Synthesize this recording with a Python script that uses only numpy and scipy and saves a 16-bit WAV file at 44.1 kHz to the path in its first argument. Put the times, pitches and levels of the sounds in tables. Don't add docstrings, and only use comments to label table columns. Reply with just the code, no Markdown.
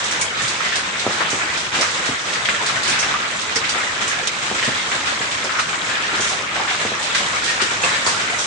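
import sys
import numpy as np
from scipy import signal
from scipy.io import wavfile

SR = 44100
rng = np.random.default_rng(int(sys.argv[2]) if len(sys.argv) > 2 else 0)


def wav_out(sig):
    wavfile.write(sys.argv[1], SR, np.round(np.clip(np.atleast_2d(sig).T, -1, 1) * 32767).astype(np.int16))


N = 373086

# t/s, base level/dB, treble lift/dB
DOWNPOUR = [(0.0, -25.5, 4.5), (0.2, -23, 1.5), (0.33, -26, 3.5), (0.4, -22.5, 2), (0.62, -25.5, 3),
            (0.88, -25, 0.5), (0.96, -25.5, 2.5), (1.25, -22, -1), (1.62, -24.5, 3.5), (1.71, -28, 2),
            (1.75, -20.5, 1.5), (1.85, -25, 6), (2.08, -23, 0.5), (2.24, -28, 2.5), (2.29, -23.5, 3),
            (2.8, -24, 0.5), (2.949, -21.5, -4.5), (3.32, -25, 3.5), (3.7, -24, 1.5), (4.41, -24.5, 2.5),
            (4.68, -23.5, 3), (5.02, -24.5, 2.5), (5.86, -24.5, 2), (6.25, -22, -1), (6.49, -25, -3),
            (6.55, -23, 0), (7.0, -24.5, 2.5), (7.17, -23, 2.5), (7.8, -24.5, 2.5), (7.86, -19.5, 6),
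            (8.04, -24, 4.5), (8.1, -22.5, 0), (8.46, -23.5, 5.5)]
# f/Hz, relative level per Hz/dB
ROAR_COLOUR = [(28, -40), (50, -23), (110, -8.5), (170, -8), (400, -7.5), (580, -5.5), (770, -6), (1400, 1),
               (2200, -0.5), (2700, -5.5), (3400, -3.5), (4500, -12.5), (6300, -12), (8000, -11),
               (10000, -26.5)]
# f/Hz, likeness (1 = same, 0 = unrelated, below 0 = opposed)
LEFT_RIGHT_LIKENESS = [(40, .86), (120, 1), (300, 0.93), (700, 0.8), (1400, -0.17), (3000, 0.11),
                       (8000, 0.034)]
# f/Hz, left minus right/dB
LEFT_RIGHT_LEAN = [(100, 0.5), (700, 0), (1400, 1.5), (2800, 0.5), (5500, -7), (9000, -0.5)]
# t/s, push level/dB, push f/Hz, boom
# level/dB, boom f/Hz, # clear note against noisy boom/dB, boom t60/s (t60 = time to fall by 60 dB)
HEAVY_STONES = [(1.0655, -1, 960, -21, 205, -12, .2), (1.204, -23, 800, -19, 610, -3, .16),
                (1.3307, -10.5, 710, -23, 455, -8, .14), (1.787, -16, 600, -21, 332, -6, .16),
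                (1.797, -23, 700, -20, 594, -4, 0.18), (2.0905, -14, 450, -19.5, 264, 7, 0.09),
                (2.4884, -11, 1500, -28, 800, -5, .06), (2.605, -30, 700, -26, 438, -5, 0.18),
                (2.882, -26, 600, -27, 350, 0, .16), (3.562, -22, 600, -23.5, 457, 9, .2),
                (3.754, -20, 800, -23, 800, -5, 0.18), (4.5136, -8.5, 900, -22, 280, 0, .14),
                (4.6784, -10, 610, -18.5, 263, 1, 0.11), (5.207, -16, 800, -27, 397, -10, .16),
                (5.443, -26, 700, -21, 560, -7, 0.16), (5.455, -28, 600, -26, 372, 0, .1),
                (6.1945, -24, 620, -14, 385, 4, 0.067), (6.561, -23, 800, -24, 724, 1, 0.2),
                (6.8512, -7.5, 1000, -21, 497, -4, 0.088), (6.9185, -11, 890, -22, 480, 3, .06),
                (7.621, -13.5, 700, -26, 384, 0, .16), (7.834, -32, 700, -22.5, 517, 6, 0.18),
                (8.066, -12.5, 810, -28, 835, -5, 0.14)]
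# t/s, level/dB, ring f/Hz, left minus
# right/dB, ring t60/s, # tick against that level/dB, narrow ring over broad wash/dB
RAPPING_STONES = [(0.118, -9, 1450, 3, 0.15, -15.5, -6), (0.215, -10, 2250, 4, 0.23, -8, 10),
                  (0.402, -9, 1806, -9, .24, -10, 15), (0.502, -19, 1790, -2, 0.22, -2, 0),
                  (0.604, -8, 1344, -4, 0.16, -12, -4), (0.641, -10.5, 2040, 0, 0.69, -9, 3),
                  (0.721, -8, 1770, 0, 0.35, -9, -3), (1.1274, -21, 1770, 1, 0.22, -6, 0),
                  (1.2057, -5.5, 1110, 2, 0.19, -7, 0), (1.314, -11, 1510, -4, 0.2, -6, -9),
                  (1.397, -15, 1720, -5, 0.28, -5, -1), (1.7434, -13, 1330, 0, 0.4, -5, 4),
                  (1.758, -14, 2400, 0, .2, -7, 2), (1.7897, -14, 1800, 5, .15, 3, -4),
                  (1.8108, -9, 2180, -3, 0.18, -6, 0), (1.8109, -13, 4960, -2, .05, 7, 0),
                  (1.8198, -8.5, 1280, 2, 0.36, -6, -8), (1.8385, -22, 1700, 6, 0.16, 0, -2),
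                  (1.887, -16, 2190, -1, .2, -4, 2), (2.352, -12, 1900, 3, 0.33, -10, 3),
                  (2.4525, -10, 1980, 2, 0.15, -3, 0), (2.4795, -20, 1790, 0, .08, -4, 5),
                  (2.4884, -3, 1590, 1, 0.12, 0.5, -2), (2.4935, -12, 2100, -2, 0.11, -5, -2),
                  (2.5025, -10, 1800, 0, .08, 0, 0), (2.5358, -13.5, 1820, -4, 0.6, -3, -2),
                  (2.6046, -11, 945, -1, 0.26, -7, 11), (2.689, -11, 1350, 6, 0.28, -6, -11),
                  (2.8665, -18, 1680, 0, 0.23, -1, 0), (2.8835, -9, 1660, 1, 0.35, -10, 0),
                  (2.9208, -11.5, 2120, -1, 0.63, -8, -12), (3.03, -10, 2110, 0, 0.11, 1, -11),
                  (3.14, -6, 1200, 0, 0.21, -3, 5), (3.221, -12, 1380, 1, 0.38, -8, -5),
                  (3.5045, -15, 2730, -3, .2, -6, 3), (3.5585, -15, 5600, -6, .08, -2, 0),
                  (3.559, -6.5, 1980, -5, 0.1, -4, 0), (3.6394, -11.5, 2020, 0, 0.38, -12, -16),
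                  (3.7443, -12.5, 1240, 4, 0.58, -14, -10), (3.779, -15, 1380, 1, 0.49, -5, 1),
                  (3.805, -10.5, 2130, -1, 0.22, -2, 10), (4.11, -10, 1700, -2, 0.68, -9, 5),
                  (4.2718, -14, 6250, 1, .04, -1, 6), (4.2718, -6, 3120, -4, 0.074, -3, 3),
                  (4.2765, -6, 3700, -2, 0.066, -7, 4), (4.5847, -11, 2030, -1, 0.25, -2, 0),
                  (4.6275, -8, 1855, -1.5, 0.72, 2.5, 3), (4.7168, -12.5, 1750, 1, .24, -6, -2),
                  (4.769, -13, 2160, 3, 0.67, -6, 1), (4.9167, -7.5, 1620, 1, 0.25, -3, 0),
                  (4.9578, -26, 1530, -3, 0.18, -7, 4), (5.07, -10.5, 1390, 0, 0.33, -8, -10),
                  (5.2129, -7.5, 1700, 2, 0.3, -9, 4), (5.32, -13.5, 2270, 5, 0.29, -8, 1),
                  (5.449, -14, 1510, 0, 0.12, -9, 2), (5.4946, -11.5, 1380, 4, 0.31, -1, -2),
                  (5.5488, -10, 1200, 1, 0.29, -7, -11), (5.589, -6, 1340, -3, .1, -6, -2),
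                  (5.5938, -3, 1284, -1, 0.12, -8, 9), (5.595, -14, 2400, 0, .1, -6, 4),
                  (5.7305, -11, 1150, 4, 0.29, -5, -5), (5.892, -12, 1700, 4, 0.81, -3, -1),
                  (5.971, -10, 1350, 2, 0.27, -7, 3), (6.0325, -9, 1790, 2, 0.4, -11, 10),
                  (6.0832, -14, 1300, 3, 0.31, -2, 0), (6.1389, -11, 1470, 5, 0.39, -7, -2),
                  (6.2246, -14.5, 1750, 4, .24, -1, 1), (6.3001, -15.5, 990, 0, 0.6, -10, -16),
                  (6.558, -14, 1380, 6, 0.17, -10, 3), (6.5974, -9, 865, 0, 0.2, -8, 1),
                  (6.677, -10.5, 1440, 2, 0.41, -9, -15), (6.72, -19, 1490, 1, .25, -5, 0),
                  (6.748, -13, 1290, 2, 0.14, 3, -2), (6.869, -10, 1950, 2, .12, -4, 3),
                  (7.0407, -17, 2600, 5, 0.23, -6, 4), (7.095, -12, 1350, 5, .25, -8, -1),
                  (7.1465, -4, 1630, 0, 0.18, -13, -5), (7.18, -22, 1810, 3, 0.15, -5, 2),
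                  (7.228, -18, 1280, 4, 0.2, -6, 7), (7.3055, -16, 1720, 6, 0.16, 0, 0),
                  (7.3647, -13, 2240, 4, 0.21, -8, 2), (7.4759, -8.5, 1850, 2, 0.58, -10, 2),
                  (7.5991, -6.5, 1350, 4, 0.33, -10, -5), (7.6205, -16, 1700, 4, 0.17, -4, 1),
                  (7.8305, -13, 2500, -3, 0.091, -8, 8), (7.835, 0, 2620, -3, 0.11, -12, 11),
                  (7.842, -5, 2700, -5, .1, -14, 7), (7.8375, -7.5, 1145, -1, 0.41, -7, 15),
                  (7.884, -24, 1800, 5, 0.18, -5, 2), (7.9353, -8, 1786, 3, 0.53, -10, 4),
                  (8.0635, -8, 1020, -0.5, 0.33, -12, -8)]
# t/s, level/dB, ring f/Hz, left minus right/dB, ring t60/s,
# narrow ring over broad wash/dB
SHATTERING_ICE = [(0.041, -16, 6240, -3.0, 0.27, 12), (0.1108, -15.5, 5970, -3, 0.26, 5),
                  (0.212, -9.5, 6600, -4.0, 0.2, -13), (0.415, -18.5, 6660, -3, 0.85, 9),
                  (0.4785, -14, 4510, -2, 0.19, -4), (0.7555, -14, 4140, -2, 0.31, -6),
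                  (0.9948, -13.5, 3800, -2, 0.19, 13), (1.1222, -20.5, 3990, -4, 0.91, -3),
                  (1.301, -17, 6100, -3.0, 0.52, 12), (1.5728, -19, 5500, -1, 0.32, 11),
                  (1.7552, -20.5, 3840, -3, 0.94, -13), (1.8106, -10.5, 5430, -2, 0.18, 6),
                  (2.055, -20, 4280, -5, 0.52, -10), (2.333, -18, 3500, -3.5, 0.28, -8),
                  (2.4524, -17, 3400, -5, 0.26, 7), (2.6616, -13.5, 3950, -3, 0.39, -2),
                  (2.8307, -15.5, 4100, -3, 0.89, 5), (2.876, -15, 5440, 1, 0.4, -6),
                  (2.8953, -13, 5440, -5, 0.22, 2), (2.99, -12, 5840, -6, 0.45, 17),
                  (3.4147, -18, 3580, -4, 0.17, -9), (3.556, -14, 4700, -4, .1, 8),
                  (3.559, -8.5, 5500, -5, 0.11, 17), (3.5645, -14.5, 5270, -4, 0.18, 5),
                  (3.6914, -14.5, 3830, -4, 0.28, -18), (4.077, -14, 6700, -1, 0.24, 8),
                  (4.2716, -7, 6300, 0, .04, 3), (4.276, -14, 6100, -2, 0.067, 3),
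                  (4.466, -24, 3430, 1, 0.36, -4), (4.645, -17.5, 5000, -2, 0.33, -4),
                  (5.0569, -18, 3400, -2, 0.67, 3), (5.312, -19.5, 3660, -3, 0.4, 4),
                  (5.441, -19, 5140, -5, 0.17, 7), (5.5928, -15, 3910, -1, 0.25, -4),
                  (6.1518, -21.5, 3490, -2, 0.87, -6), (6.206, -14.5, 6240, -1, 0.87, 7),
                  (6.294, -18.5, 3940, -3, 0.42, -11), (6.7, -20, 3530, -1.5, 0.93, 0),
                  (7.0258, -18, 3600, 0, 0.57, 4), (7.148, -12.5, 3700, 1, 0.31, -2),
                  (7.179, -15, 3610, -1.5, 0.13, -5), (7.439, -17, 3880, -2, 0.94, -19),
                  (7.488, -22, 3500, -2.0, 0.32, -2), (7.615, -12, 3320, -2, 0.28, -11),
                  (8.062, -11, 4600, 0, 0.55, -5), (8.386, -16, 5950, -1, 0.83, 13)]
# delay/s, typical level against the push/dB, sign
PUSH_ECHOES = [(.0098, -9, -1), (.0116, -8, -1), (.0300, -11, 1), (.0430, -13, 1)]
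# f/Hz, hum level/dB, t60/s
PANEL_MODES = [(105.8, -53.5, 0.15), (205, -53, 0.14), (348.4, -62, 0.34), (1305, -49.5, 0.07)]

BOOM_RISE_S, PUSH_SPREAD_PER_S = .003, 380
NOTE_EXTRA_T60_S = .2
TICK_WIDTH = .45
CRACK_TICK_DB, CRACK_RISE_S = -2, .001
DENSITY_FOLLOWS = 1.5
MIC_LOW_HZ, MIC_TOP_HZ, CUTOFF_HZ = 42, 9200, 10280
LEFT_RIGHT = np.array([[1], [-1]])


def from_db(db):
    return 10 ** (np.asarray(db) / 20)


def rms_one(x):
    return x / np.sqrt(np.mean(x ** 2) + 1e-20)


def at_hz(points, hz):
    table_hz, values = np.array(points).T
    return np.interp(np.log(hz), np.log(table_hz), values)


def resonance(x, hz, width_hz):
    r = np.exp(-np.pi * width_hz / SR)
    top_gain = (1 - r * r) / 2
    poles = [1, -2 * r * np.cos(2 * np.pi * hz / SR), r * r]
    return signal.lfilter(top_gain * np.array([1, 0, -1]), poles, x)


def ring(clicks, hz, t60):
    r = from_db(-60 / (t60 * SR))
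    w = 2 * np.pi * hz / SR
    return signal.lfilter([0, np.sin(w)], [1, -2 * r * np.cos(w), r * r], clicks + 1e-18)


def add(out, s, sound):
    i = round(s * SR)
    out[:, i:i + sound.shape[1]] += sound[:, :N - i]


def downpour():
    s, *columns = np.transpose(DOWNPOUR)
    return [np.interp(np.arange(N) / SR, s, column) for column in columns]


def blows(per_s, spread_db, t60):
    run_in = SR // 2
    sizes = from_db(2 * spread_db * np.minimum(rng.exponential(1, N + run_in), 4))
    struck = sizes * (rng.random(N + run_in) < per_s / SR)
    fall_per_sample = from_db(-120 / (t60 * SR))
    power = signal.lfilter([1], [1, -fall_per_sample], struck)[run_in:]
    return power / power.mean()


def roar(per_s, spread_db, t60, shared, common, wash):
    level_db, treble_db = downpour()
    edges = 25 * 2 ** (np.arange(28) / 3)
    white = rng.standard_normal((2, 2, N))
    group_blows = [blows(per_s, spread_db, t60) for _ in range(3)]
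    own_blows = blows(per_s, spread_db, t60)
    common_blows = blows(per_s, spread_db, t60)
    out = 0
    for k, (low, high) in enumerate(zip(edges, edges[1:])):
        band_filter = signal.butter(2, [low, high], "band", fs=SR, output="sos")
        mid, side = signal.sosfilt(band_filter, white[k % 2])
        hz = np.sqrt(low * high)
        alike = np.clip(at_hz(LEFT_RIGHT_LIKENESS, hz), -.99, .99)
        band = np.sqrt(1 + alike) * mid + np.sqrt(1 - alike) * side * LEFT_RIGHT
        group = group_blows[k // 4 % 3]
        own = np.roll(own_blows, k * N // 27)
        stirred = np.sqrt(wash + common * common_blows + shared * group + own)
        colour_db = treble_db * np.clip(np.log2(hz / 2400), 0, 1)
        lean = from_db(at_hz(LEFT_RIGHT_LEAN, hz) / 2 * LEFT_RIGHT)
        out = out + from_db(at_hz(ROAR_COLOUR, hz) + colour_db) * stirred * lean * band
    return from_db(level_db) * rms_one(out)


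def patter(per_s, spread_db, cycles, low_hz, high_hz, level_db, across, count):
    pour_db = downpour()[0]
    thick = from_db(DENSITY_FOLLOWS * (pour_db - pour_db.mean()))
    sizes = from_db(spread_db * np.minimum(rng.exponential(1, N), 4)) * rng.choice([-1, 1], N)
    hits = rng.random(N) < per_s * thick / SR
    struck = sizes * hits / np.sqrt(thick)
    patch = rng.integers(0, count, N)
    out = np.zeros((2, N))
    for k, hz in enumerate(np.geomspace(low_hz, high_hz, count)):
        ping = rms_one(ring(struck * (patch == k), hz, cycles / hz))
        ping = ping * from_db(at_hz(ROAR_COLOUR, hz)) * np.sqrt(hz)
        out[k % 2] += ping
        out[1 - k % 2] += across * np.roll(ping, rng.integers(-20, 20))
    return from_db(level_db + pour_db) * rms_one(out)


def hum():
    shaking = rng.standard_normal((len(PANEL_MODES), N))
    return sum(from_db(db) * rms_one(ring(x, hz, t60))
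               for x, (hz, db, t60) in zip(shaking, PANEL_MODES))


def stones(table, rise_s, narrow, wide, first_t60, tail_db, note_db, wash_db):
    out, t = np.zeros((2, N)), np.arange(SR // 3) / SR
    for s, db, hz, pan_db, t60, tick_db, focus_db in table:
        noise = rng.standard_normal((2, len(t)))
        note_sine = np.sin(2 * np.pi * (hz * t + rng.random((2, 1))))
        note = from_db(note_db + focus_db - 60 * t / NOTE_EXTRA_T60_S) * note_sine
        narrow_ring = note + rms_one(resonance(noise, hz, narrow * hz))
        focused = from_db(focus_db) * narrow_ring / np.hypot(1, from_db(note_db + focus_db))
        broad = rms_one(resonance(resonance(noise, hz, wide * hz), hz, 2 * wide * hz))
        wash = (focused + broad) / (1 + from_db(focus_db))
        tail = from_db(tail_db - 60 * t / np.clip(t60, .03, .8))
        shape = (from_db(-60 * t / first_t60) + tail) * (1 - np.exp(-t / rise_s))
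        click = resonance(1.0 * (t == 0), hz, TICK_WIDTH * wide * hz)
        tick = resonance(click, hz, 1.1 * wide * hz)
        sound = from_db(wash_db) * wash * shape + from_db(tick_db) * tick / np.abs(tick).max()
        add(out, s, from_db(db + pan_db / 2 * LEFT_RIGHT) * sound)
    return out


def cracks():
    table = [(*row, CRACK_TICK_DB, focus_db) for *row, focus_db in SHATTERING_ICE]
    return stones(table, rise_s=CRACK_RISE_S, narrow=0.27, wide=1.43, first_t60=0.0049,
                  tail_db=6.5, note_db=-16.0, wash_db=-11)


def raps():
    return stones(RAPPING_STONES, rise_s=0.0027, narrow=0.091, wide=1.0, first_t60=0.0034,
                  tail_db=4.5, note_db=-1.5, wash_db=-12.0)


def thuds(damping, narrow, wide_db, side_db, panel_db):
    out, t = np.zeros((2, N)), np.arange(SR // 4) / SR
    for s, push_db, hz, boom_db, boom_hz, note_db, boom_t60 in HEAVY_STONES:
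        push = np.sin(2 * np.pi * hz * t / (1 + PUSH_SPREAD_PER_S * t)) * np.exp(-damping * hz * t)
        noise = rng.standard_normal((2, len(t)))
        narrow_noise = rms_one(resonance(noise, boom_hz, narrow * boom_hz))
        wide_noise = rms_one(resonance(noise, 450, 980))
        mid, side = narrow_noise + from_db(wide_db) * wide_noise
        note = from_db(note_db) * np.sin(2 * np.pi * boom_hz * t)
        boom = rms_one(note + mid + from_db(side_db) * side * LEFT_RIGHT)
        shape = from_db(boom_db - 60 * t / max(boom_t60, .03)) * (1 - np.exp(-t / BOOM_RISE_S))
        modes = sum(from_db(db + panel_db + rng.normal(0, 2.3)) * ring(1.0 * (t == 0), f, t60)
                    for f, db, t60 in PANEL_MODES)
        add(out, s, from_db(push_db) * (push - modes) + boom * shape)
        for late_s, echo_db, sign in PUSH_ECHOES:
            echo_gain = from_db(push_db + echo_db + rng.normal(0, 3.4, (2, 1)))
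            add(out, s + late_s, sign * echo_gain * push)
    return signal.sosfilt(signal.butter(2, 85, "high", fs=SR, output="sos"), out)


def scene():
    far = from_db(0.5) * roar(per_s=81.0, spread_db=5.5, t60=0.46, shared=0.59, common=0.8, wash=0.94)
    pings = patter(per_s=300.0, spread_db=3.0, cycles=120.0, low_hz=400, high_hz=5200,
                   level_db=-7.5, across=.3, count=28)
    ticks = patter(per_s=1000.0, spread_db=3.0, cycles=16.0, low_hz=900, high_hz=7240,
                   level_db=-5, across=.3, count=20)
    tonks = patter(per_s=40.0, spread_db=3.5, cycles=35.0, low_hz=119.8, high_hz=745,
                   level_db=-19.5, across=0.95, count=10)
    knocks = thuds(damping=0.99, narrow=0.2, wide_db=-1.5, side_db=-7.0, panel_db=30.0)
    return far + pings + ticks + tonks + hum() + cracks() + raps() + knocks


def record(dry):
    mic_filter = signal.butter(3, [MIC_LOW_HZ, MIC_TOP_HZ], "band", fs=SR, output="sos")
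    dulled = signal.sosfilt(mic_filter, dry)
    return signal.sosfilt(signal.cheby2(20, 70, CUTOFF_HZ, fs=SR, output="sos"), dulled)


dry = scene()
out = record(dry)
wav_out(out)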